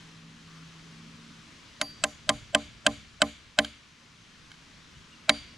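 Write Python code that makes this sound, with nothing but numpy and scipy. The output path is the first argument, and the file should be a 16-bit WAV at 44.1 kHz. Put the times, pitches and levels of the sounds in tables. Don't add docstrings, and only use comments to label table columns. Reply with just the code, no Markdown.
import sys
import numpy as np
from scipy import signal
from scipy.fft import rfft, irfft
from scipy.io import wavfile
from scipy.ndimage import uniform_filter1d, minimum_filter1d

SR = 44100
rng = np.random.default_rng(int(sys.argv[2]) if len(sys.argv) > 2 else 0)


def unload_wav(signal):
    wavfile.write(
        sys.argv[1],
        SR,
        np.round(np.clip(np.atleast_2d(signal).T, -1, 1) * 32767).astype(np.int16),
    )


def undo_db(level):
    steps = np.asarray(level, float) / 20
    return 10 ** steps


N = 245637

# [f/Hz, width/Hz, level/dB]
UPPER_HUMS = [(227.2, 3.1, -1), (269.7, 23, -5.5), (318.7, 13, -9.5), (433, 26, -14)]
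# [t/s, level/dB]
MACHINE = [(0, -55), (.8, -52), (1.25, -56.5), (1.7, -63), (2.1, -62), (3.0, -72), (3.8, -76), (4.9, -64),
           (5.57, -77)]
DRONE_HZ = 162.7
UPPER_HUM_DB, UPPER_SHARE, UPPER_LAG_S = -58, 0.61, .35
# [t/s, level/dB]
GUSTS = [(2.02, -54), (2.36, -50.5), (2.67, -55), (2.93, -52), (3.4, -65.5), (4.4, -62), (4.85, -58.5),
         (5.4, -55.5)]
GUST_RISE_S, GUST_FALL_S, CALM_DB = .07, 0.12, -71.5

# [f/Hz, level/dB per Hz]
LEAVES = [(20, -8.5), (60, -7), (150, -0.5), (300, -8.5), (500, -15), (800, -18), (1050, -10.5),
          (1600, -11), (3200, -11), (6300, -17.5), (8000, -25.5), (10500, -33), (13000, -46.5),
          (16000, -68)]
# [t/s, level/dB]
LEAF_LEVEL = [(0, -52.5), (.25, -55.5), (.6, -53.5), (1.9, -53.5), (2.35, -55), (3.9, -57.5), (4.5, -55),
              (5.57, -55)]
# [f/Hz, likeness 0-1]
SAME = [(60, 1), (150, 0.97), (380, 0.45), (950, 0.68), (2380, 0.51), (5980, 0.8), (15000, 0.27)]
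# [f/Hz, left minus right/dB]
LEAVES_LEAN = [(60, -1), (180, -2), (550, -1), (1650, 2.5), (4970, 2.0), (15000, 6)]

# [t/s, length/s, from f/Hz, to f/Hz, level/dB]
BIRD = [
    (4.94, .06, 2830, 3250, -61),
    (5.118, .06, 2950, 2550, -58),
    (5.19, .04, 2800, 2780, -65),
]
# [t/s, length/s, level/dB, from f/Hz, to f/Hz]
RUSTLE = (.45, .38, -61, 1100, 1800)

# [f/Hz, t60/s]
WOODLAND = [(300, 0.73), (1000, 0.26), (2500, 0.79), (6000, 0.49), (12000, 0.42)]
# [f/Hz, level/dB]
ECHO_COLOUR = [(200, -4), (700, 3.5), (1500, 4), (2050, -4.5), (2230, 9), (2450, -2), (3100, 4.5),
               (4000, 5), (6900, 7), (8000, -2.5), (10500, -0.5), (13500, -13)]
ECHO_DB, ECHO_LOOSE_DB = -25.5, -12.5

# [t/s, level/dB, brightness/dB]
TICKS = [
    (0.7938, -52, -16.5),
    (0.8676, -58, -2),
    (3.6474, -27, -10),
    (4.5054, -53, -6),
    (4.5166, -42, -13),
    (4.5413, -50, -18),
]
TICK_SHARES = [5, 0, -6, 5, -4, -8]
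TICK_GLINTS = [-17, 4, 5, -5, -12, -7]
TICK_SIZZLE_DB = 16

# [t/s, force/dB, brightness/dB, nearness to the middle of the poll 0-1, tilt of the head 0-1]
BLOWS = [
    (1.8136, -20.5, -4.5, 0, 0.4),
    (2.038, -18.5, -0.5, .15, .05),
    (2.2918, -15, -5, .27, 0.64),
    (2.5478, -13.5, -7, 1, 0),
    (2.865, -13.5, -6, .28, 0.2),
    (3.2184, -13, -6.5, .12, 0.2),
    (3.5878, -13, -10, .15, 0.86),
    (5.2938, -10.5, -11.5, .72, 0.93),
]
SET_BLOWS, TIGHT_BLOWS, REST_S = .9, 3.5, 1.0
HAND_OFF_S = 4.0

# [f/Hz, width/Hz]
CRACK = [(1565, 260), (2190, 300), (2630, 380), (3090, 450), (3750, 560), (4250, 710)]
# [level/dB, loose nail/dB, hand off the nail/dB]
SHARE_LAW = [(2, -3, -4.5), (-5.5, -17, 12.5), (2, -3, -4.5), (7, -2.5, -2.5), (1, 3, 2), (-5.5, 9.5, -5)]
# [f/Hz, width/Hz]
SNAP = [(5300, 440), (6200, 550), (7100, 220), (7700, 360), (8700, 830), (9750, 650)]
# [level/dB, loose nail/dB, struck mid-poll/dB, hand off the nail/dB]
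GLINT_LAW = [(-1, 20, -7, 9), (3, 10.5, -20, 4), (-0.5, 12, 6.5, -1), (0, 9, 14.5, -16), (-0.5, -12, 9, 2),
             (-4.5, 19, -10.5, 2)]
BROAD_DB, SIZZLE_DB, SIZZLE_TIGHT_DB = -6.5 + .5, -24.5, -6
SLIP_S, SLIP_LOOSE_S = 0.0051, .008
# [from f/Hz, to f/Hz, level/dB, t60/s]
SCATTER = [(660, 2970, -8.5, 0.025), (1670, 2300, -7.5, 0.048), (3300, 6600, -38, 0.13)]

# [f/Hz, level/dB, t60/s]
BRANCH = [(436, -25, .15), (478, -23, 0.17), (603, -16, 0.17), (622, 0, 0.055), (668, -4, 0.045),
          (727, -26, .16), (795, -15, 0.11), (905, -19, .06), (1042, -3, 0.072), (1110, -10, .06),
          (1185, -2, 0.055), (1290, -9, 0.05)]
UPPER_DB, UPPER_TIGHT_DB, UPPER_FREED_DB = 4, -7, -4
# [f/Hz, level/dB, t60/s]
STUMP = [(67.9, -26, 0.62), (118, -23.5, 0.27), (171, -21.5, 0.28), (222.4, 0, 0.22), (286.6, 8.5, 0.19)]
BOOM_LOOSE_DB = -12
KNOCK_DB, BOOM_DB = -9, -22.5
PAUSE_DB = (-5, -4, 2.5)

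# [f/Hz, t60/s, loss to the grip/dB]
STEEL = [(4659, .8, 5), (6545, .08, 0), (9530, .4, 3), (11035, .36, 15), (12965, .36, 14), (14470, .35, 0)]
# [ring/dB, after a pause/dB, tight grip/dB, struck mid-poll/dB, tilted/dB]
STEEL_LAW = [(-49, 11, 0, 0, 0), (-34, 0, -16, -4, 0), (-70, 0, 0, 0, 21), (-55, 2, 0, -24, 0),
             (-61, 3, 0, -26, 0), (-110, 0, 0, 0, 42)]
REBOUND_S, SWELL_TIGHT = 0.097, 1.4

# [f/Hz, left minus right/dB]
BLOW_LEAN = [(60, 5), (300, -1), (700, -1.5), (1400, -2.5), (2800, -1), (5600, 0.5), (10000, 3.5),
             (14000, 4.5)]
# [f/Hz, lead of the left port/rad]
BLOW_LEAD = [(0, 0.62), (2410, -0.34), (10200, -0.55), (10800, 0.4), (11200, -0.098), (13000, 1.6),
             (14100, 0.1), (16100, -0.33)]
# [f/Hz, level/dB]
HAZE = [(100, -39), (350, -36), (600, -8), (1200, -25.5), (2500, -24), (5000, -48), (8000, -17),
        (10000, -46), (14000, -40)]


def evened(x):
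    return x / np.sqrt(np.mean(x ** 2) + 1e-20)


def peaked(x):
    return x / np.sqrt(uniform_filter1d(x ** 2, 130).max())


def read(points, hz):
    f, value = np.transpose(points)
    return np.interp(np.log(hz + 1), np.log(f + 1), value)


def curve(rows):
    return np.interp(np.arange(N) / SR, [r[0] for r in rows], [r[1] for r in rows])


def add(mix, s, sound):
    part = mix[round(s * SR):][:len(sound)]
    part += sound[:len(part)]


def resonate(x, hz, width):
    r = np.exp(-np.pi * width / SR)
    return 2 * signal.lfilter([1 - r], [1, -r * np.exp(2j * np.pi * hz / SR)], x).real


def resonate_twice(x, hz, width):
    return resonate(resonate(x, hz, width), hz, width)


def band(x, lo_hz, hi_hz):
    return signal.sosfilt(signal.butter(2, [lo_hz, hi_hz], "band", fs=SR, output="sos"), x)


def ring(modes, length, rise):
    t = np.arange(round(length * SR)) / SR
    sines = sum(undo_db(db - 60 * t / t60) * np.sin(2 * np.pi * hz * t) for hz, db, t60 in modes)
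    return (1 - np.exp(-t / rise)) * sines


def drone():
    t = np.arange(N) / SR
    n, m, low, side, lumps = rng.standard_normal((N, 5)).T
    hum = np.sqrt(2) * np.sin(2 * np.pi * DRONE_HZ * t) + 0.35 * evened(resonate_twice(n, DRONE_HZ, 12))
    upper = sum(undo_db(db) * evened(resonate_twice(m, hz, w)) for hz, w, db in UPPER_HUMS)
    hum_db = curve(MACHINE)
    upper_db = UPPER_HUM_DB + UPPER_SHARE * (np.interp(t - UPPER_LAG_S, t, hum_db) - hum_db.max())
    lumpy = undo_db(3.3 * evened(uniform_filter1d(lumps, 3000)))
    rumble = evened(band(low + np.outer([.35, -.35], side), 31, 135) * lumpy)
    puffs = undo_db(CALM_DB)
    for s, db in GUSTS:
        puffs = puffs + undo_db(db) * np.exp(-abs(t - s) / np.where(t < s, GUST_RISE_S, GUST_FALL_S))
    return undo_db(hum_db) * evened(hum) + undo_db(upper_db) * evened(upper) + puffs * rumble


def leaves(patchy_db=0.65, gust_db=0.04):
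    frames, hz = N // 256 + 5, np.fft.rfftfreq(1024, 1 / SR)
    a, b, c, d, patches = rng.standard_normal((frames, 513, 5)).T
    patches = evened(uniform_filter1d(uniform_filter1d(patches, 12, 0), 14, 1))
    gust = evened(uniform_filter1d(rng.standard_normal(frames), 6))
    same = np.clip(read(SAME, hz), -1, 1)[:, None]
    left = a + 1j * b
    z = np.array([left, same * left + np.sqrt(1 - same ** 2) * (c + 1j * d)])
    lean_db = np.multiply.outer([.5, -.5], read(LEAVES_LEAN, hz))
    z *= undo_db((read(LEAVES, hz) + lean_db)[..., None] + patchy_db * patches + gust_db * gust)
    return undo_db(curve(LEAF_LEVEL) + 0.97) * evened(signal.istft(z, nperseg=1024, noverlap=768)[1][:, :N])


def bird():
    out = np.zeros(N)
    for s, length, from_hz, to_hz, db in BIRD:
        u = np.arange(0, 1, 1 / (length * SR))
        tone = np.sin(2 * np.pi * np.cumsum(from_hz + (to_hz - from_hz) * u) / SR)
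        add(out, s, np.sqrt(2) * undo_db(db) * tone * np.sin(np.pi * u ** 0.55) ** 2)
    return out


def rustle():
    s, length, db, lo_hz, hi_hz = RUSTLE
    draw, out = rng.standard_normal((SR // 2, 2)), np.zeros(N)
    u = np.minimum(np.arange(len(draw)) / (length * SR), 1)
    grain = resonate(draw[:, 0], lo_hz * 1.1, 120) + 0.41 * band(draw[:, 0], lo_hz, hi_hz)
    ragged_db = 3.4 * evened(uniform_filter1d(draw[:, 1], 900))
    add(out, s, undo_db(db + ragged_db) * evened(grain) * np.sin(np.pi * u ** 0.37))
    return out


def trees(x, swell=0.037, patchy_db=0.5):
    hz, t, z = signal.stft(rng.standard_normal((2, SR // 2)), SR, nperseg=256)
    clumps = rng.standard_normal(z.shape[1:])
    clumps = evened(uniform_filter1d(uniform_filter1d(clumps, 8, 0), 5, 1))
    z = z * (1 - np.exp(-(t / swell) ** 2)) * undo_db(patchy_db * clumps)
    z = z * undo_db(read(ECHO_COLOUR, hz)[:, None] - 60 * t / read(WOODLAND, hz)[:, None])
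    tail = signal.istft(z, SR, nperseg=256)[1]
    tail = tail + 0.33 * tail[::-1]
    return signal.fftconvolve(x[None], tail / np.linalg.norm(tail[0]), axes=1)[:, :N]


def chatter(length, spread_db=5.0, sag=0.0046, fade=0.0057, touch=7.4):
    draw = rng.standard_normal((1800, 2))
    t = np.arange(len(draw)) / SR
    shape = np.clip(t / 0.00016, 0, 1) * np.exp(-t / sag - np.maximum(t - length, 0) / fade)
    first = touch * signal.unit_impulse(len(t), idx=22)
    return first + draw[:, 0] * undo_db(spread_db * evened(uniform_filter1d(draw[:, 1], 12))) * shape


def short_rings(force, rings, levels_db):
    return sum(undo_db(db) * resonate_twice(force, hz, w) / np.sqrt(w) for (hz, w), db in zip(rings, levels_db))


def knock(force, shares_db, glints_db, bright_db, broad_db, sizzle_db, edge_hz=10100):
    edge_on = force * np.exp(-np.arange(len(force)) / SR / 0.0075)
    dull = peaked(short_rings(force, CRACK, shares_db))
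    bright = undo_db(bright_db) * peaked(short_rings(edge_on, SNAP, glints_db))
    broad = undo_db(broad_db) * peaked(band(band(force, 610, 5440), 610, 5440))
    sizzle = undo_db(sizzle_db) * peaked(band(band(edge_on, 8400, 13000), 8900, 13600))
    edge = signal.cheby1(8, 1, edge_hz, fs=SR, output="sos")
    return signal.sosfilt(edge, dull + bright + broad) + sizzle


def ticks():
    out = np.zeros(N)
    for s, db, bright_db in TICKS:
        force = chatter(0.0035, fade=0.0044, touch=3.8)
        sound = knock(force, TICK_SHARES, TICK_GLINTS, bright_db, -6, bright_db - TICK_SIZZLE_DB)
        add(out, s - .001, undo_db(db - 3.5) * sound)
    return out


def scatter():
    draw = rng.standard_normal((4000, 2))
    t = np.arange(len(draw)) / SR
    ragged = draw[:, 0] * undo_db(4.3 * evened(uniform_filter1d(draw[:, 1], 60))) * (1 - np.exp(-t / 0.001))
    tail = np.zeros(len(t))
    for lo_hz, hi_hz, db, t60 in SCATTER:
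        tail += undo_db(db - 60 * t / t60) * evened(band(band(ragged, lo_hz, hi_hz), lo_hz, hi_hz))
    return tail


def steel(rings_db, swell, rise=0.0022, grip=0.032, lag=.045):
    t = np.arange(round(.6 * SR)) / SR
    held = np.clip((t - REBOUND_S) / grip, 0, 1)
    modes = [undo_db(db - 60 * t / t60 - loss_db * held) * np.sin(2 * np.pi * hz * t)
             for (hz, t60, loss_db), db in zip(STEEL, rings_db)]
    late = 1 - np.clip(swell, 0, 1) * np.exp(-t / lag)
    return (1 - np.exp(-t / rise)) * (late * modes[0] + sum(modes[1:]))


def branch(force, tight, freed):
    push = np.exp(-np.arange(300) / SR / 0.0012) * (1 + 0.46 * force[:300])
    upper_db = UPPER_DB + UPPER_TIGHT_DB * tight + UPPER_FREED_DB * freed
    modes = ring(BRANCH[:5], .3, 0.0034) + undo_db(upper_db) * ring(BRANCH[5:], .3, 0.0054)
    return peaked(band(signal.oaconvolve(modes, push / push.sum()), 610, 2100))


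def stump():
    return peaked(band(ring(STUMP, 0.69, 0.0027), 42, 160))


def history():
    s = np.array([row[0] for row in BLOWS])
    number, pause = np.arange(len(s)), np.diff(s, prepend=0) > REST_S
    run = number - np.maximum.accumulate(number * pause)
    return zip(np.exp(-number / SET_BLOWS), pause, 1 - np.exp(-run / TIGHT_BLOWS))


def hatchet():
    near, far, click = np.zeros(N), np.zeros(N), signal.unit_impulse(400)
    for (s, force_db, bright_db, middle, tilt), (loose, pause, tight) in zip(BLOWS, history()):
        freed = s > HAND_OFF_S
        shares = np.dot(SHARE_LAW, [1, loose, freed])
        glints = np.dot(GLINT_LAW, [1, loose, middle, freed])
        rings_db = np.dot(STEEL_LAW, [1, pause, tight, middle, tilt])
        knock_db, boom_db, broad_db = np.add((KNOCK_DB, BOOM_DB, BROAD_DB), pause * np.array(PAUSE_DB))
        boom_db = boom_db + BOOM_LOOSE_DB * loose * (1 - pause)
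        sizzle_db = SIZZLE_DB + SIZZLE_TIGHT_DB * tight
        echo_db = ECHO_DB + ECHO_LOOSE_DB * loose ** 2

        force = chatter(SLIP_S + SLIP_LOOSE_S * loose ** 2)
        crack = knock(force, shares, glints, bright_db, broad_db, sizzle_db)
        add(near, s - .0004, undo_db(force_db) * crack)
        add(near, s + 0.00044, undo_db(force_db + knock_db + 4) * branch(force, tight, freed))
        add(near, s + 0.0011, undo_db(force_db + boom_db + 9) * stump())
        add(near, s, undo_db(force_db) * scatter())
        add(near, s, steel(rings_db, SWELL_TIGHT * np.sqrt(tight)))
        sent = band(click, 670, 4100) + undo_db(bright_db) * band(click, 4670, 8400)
        add(far, s, undo_db(force_db + echo_db + 31.5) * sent)
    return near, far


def placed(x):
    hz = np.fft.rfftfreq(N, 1 / SR)
    lean = undo_db(np.multiply.outer([.5, -.5], read(BLOW_LEAN, hz)))
    lead = np.exp(np.multiply.outer([.5j, -.5j], read(BLOW_LEAD, hz)))
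    return irfft(rfft(x) * lean * lead, N)


def scene():
    near, far = hatchet()
    return placed(near + ticks()) + trees(far) + leaves() + drone() + bird() + rustle()


def lead_haze(x):
    hz, t, z = signal.stft(x, SR, nperseg=1536, noverlap=1024)
    a, b = rng.standard_normal((len(t), len(hz), 2)).T
    haze = abs(z) * (a + 1j * b) * undo_db(read(HAZE, hz)[:, None])
    return signal.istft(haze, SR, nperseg=1536, noverlap=1024)[1][:, :N]


def top_cut(x):
    return signal.sosfilt(signal.butter(12, 16550, fs=SR, output="sos"), x)


def record(dry):
    power_db = 10 * np.log10(abs(uniform_filter1d((dry ** 2).mean(0), 200, origin=99)) + 1e-12)
    fall = np.arange(N) * 216.0 / SR
    over_db = np.maximum(np.maximum.accumulate(power_db + fall) - fall + 34, 0)
    ducked = dry / undo_db(0.12 * signal.oaconvolve(over_db, np.hanning(300) / 440.0)[:N])
    loudest = -minimum_filter1d(-abs(ducked).max(0), 200)
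    peak = signal.oaconvolve(loudest, np.hanning(100) / 49.5, "same")
    guarded = ducked / np.maximum(peak / .93, 1)
    ahead = np.clip(2 - uniform_filter1d(over_db, 60) / 8, 0, 1)
    return top_cut(guarded + ahead * lead_haze(guarded))


dry = scene()
out = record(dry)
unload_wav(out)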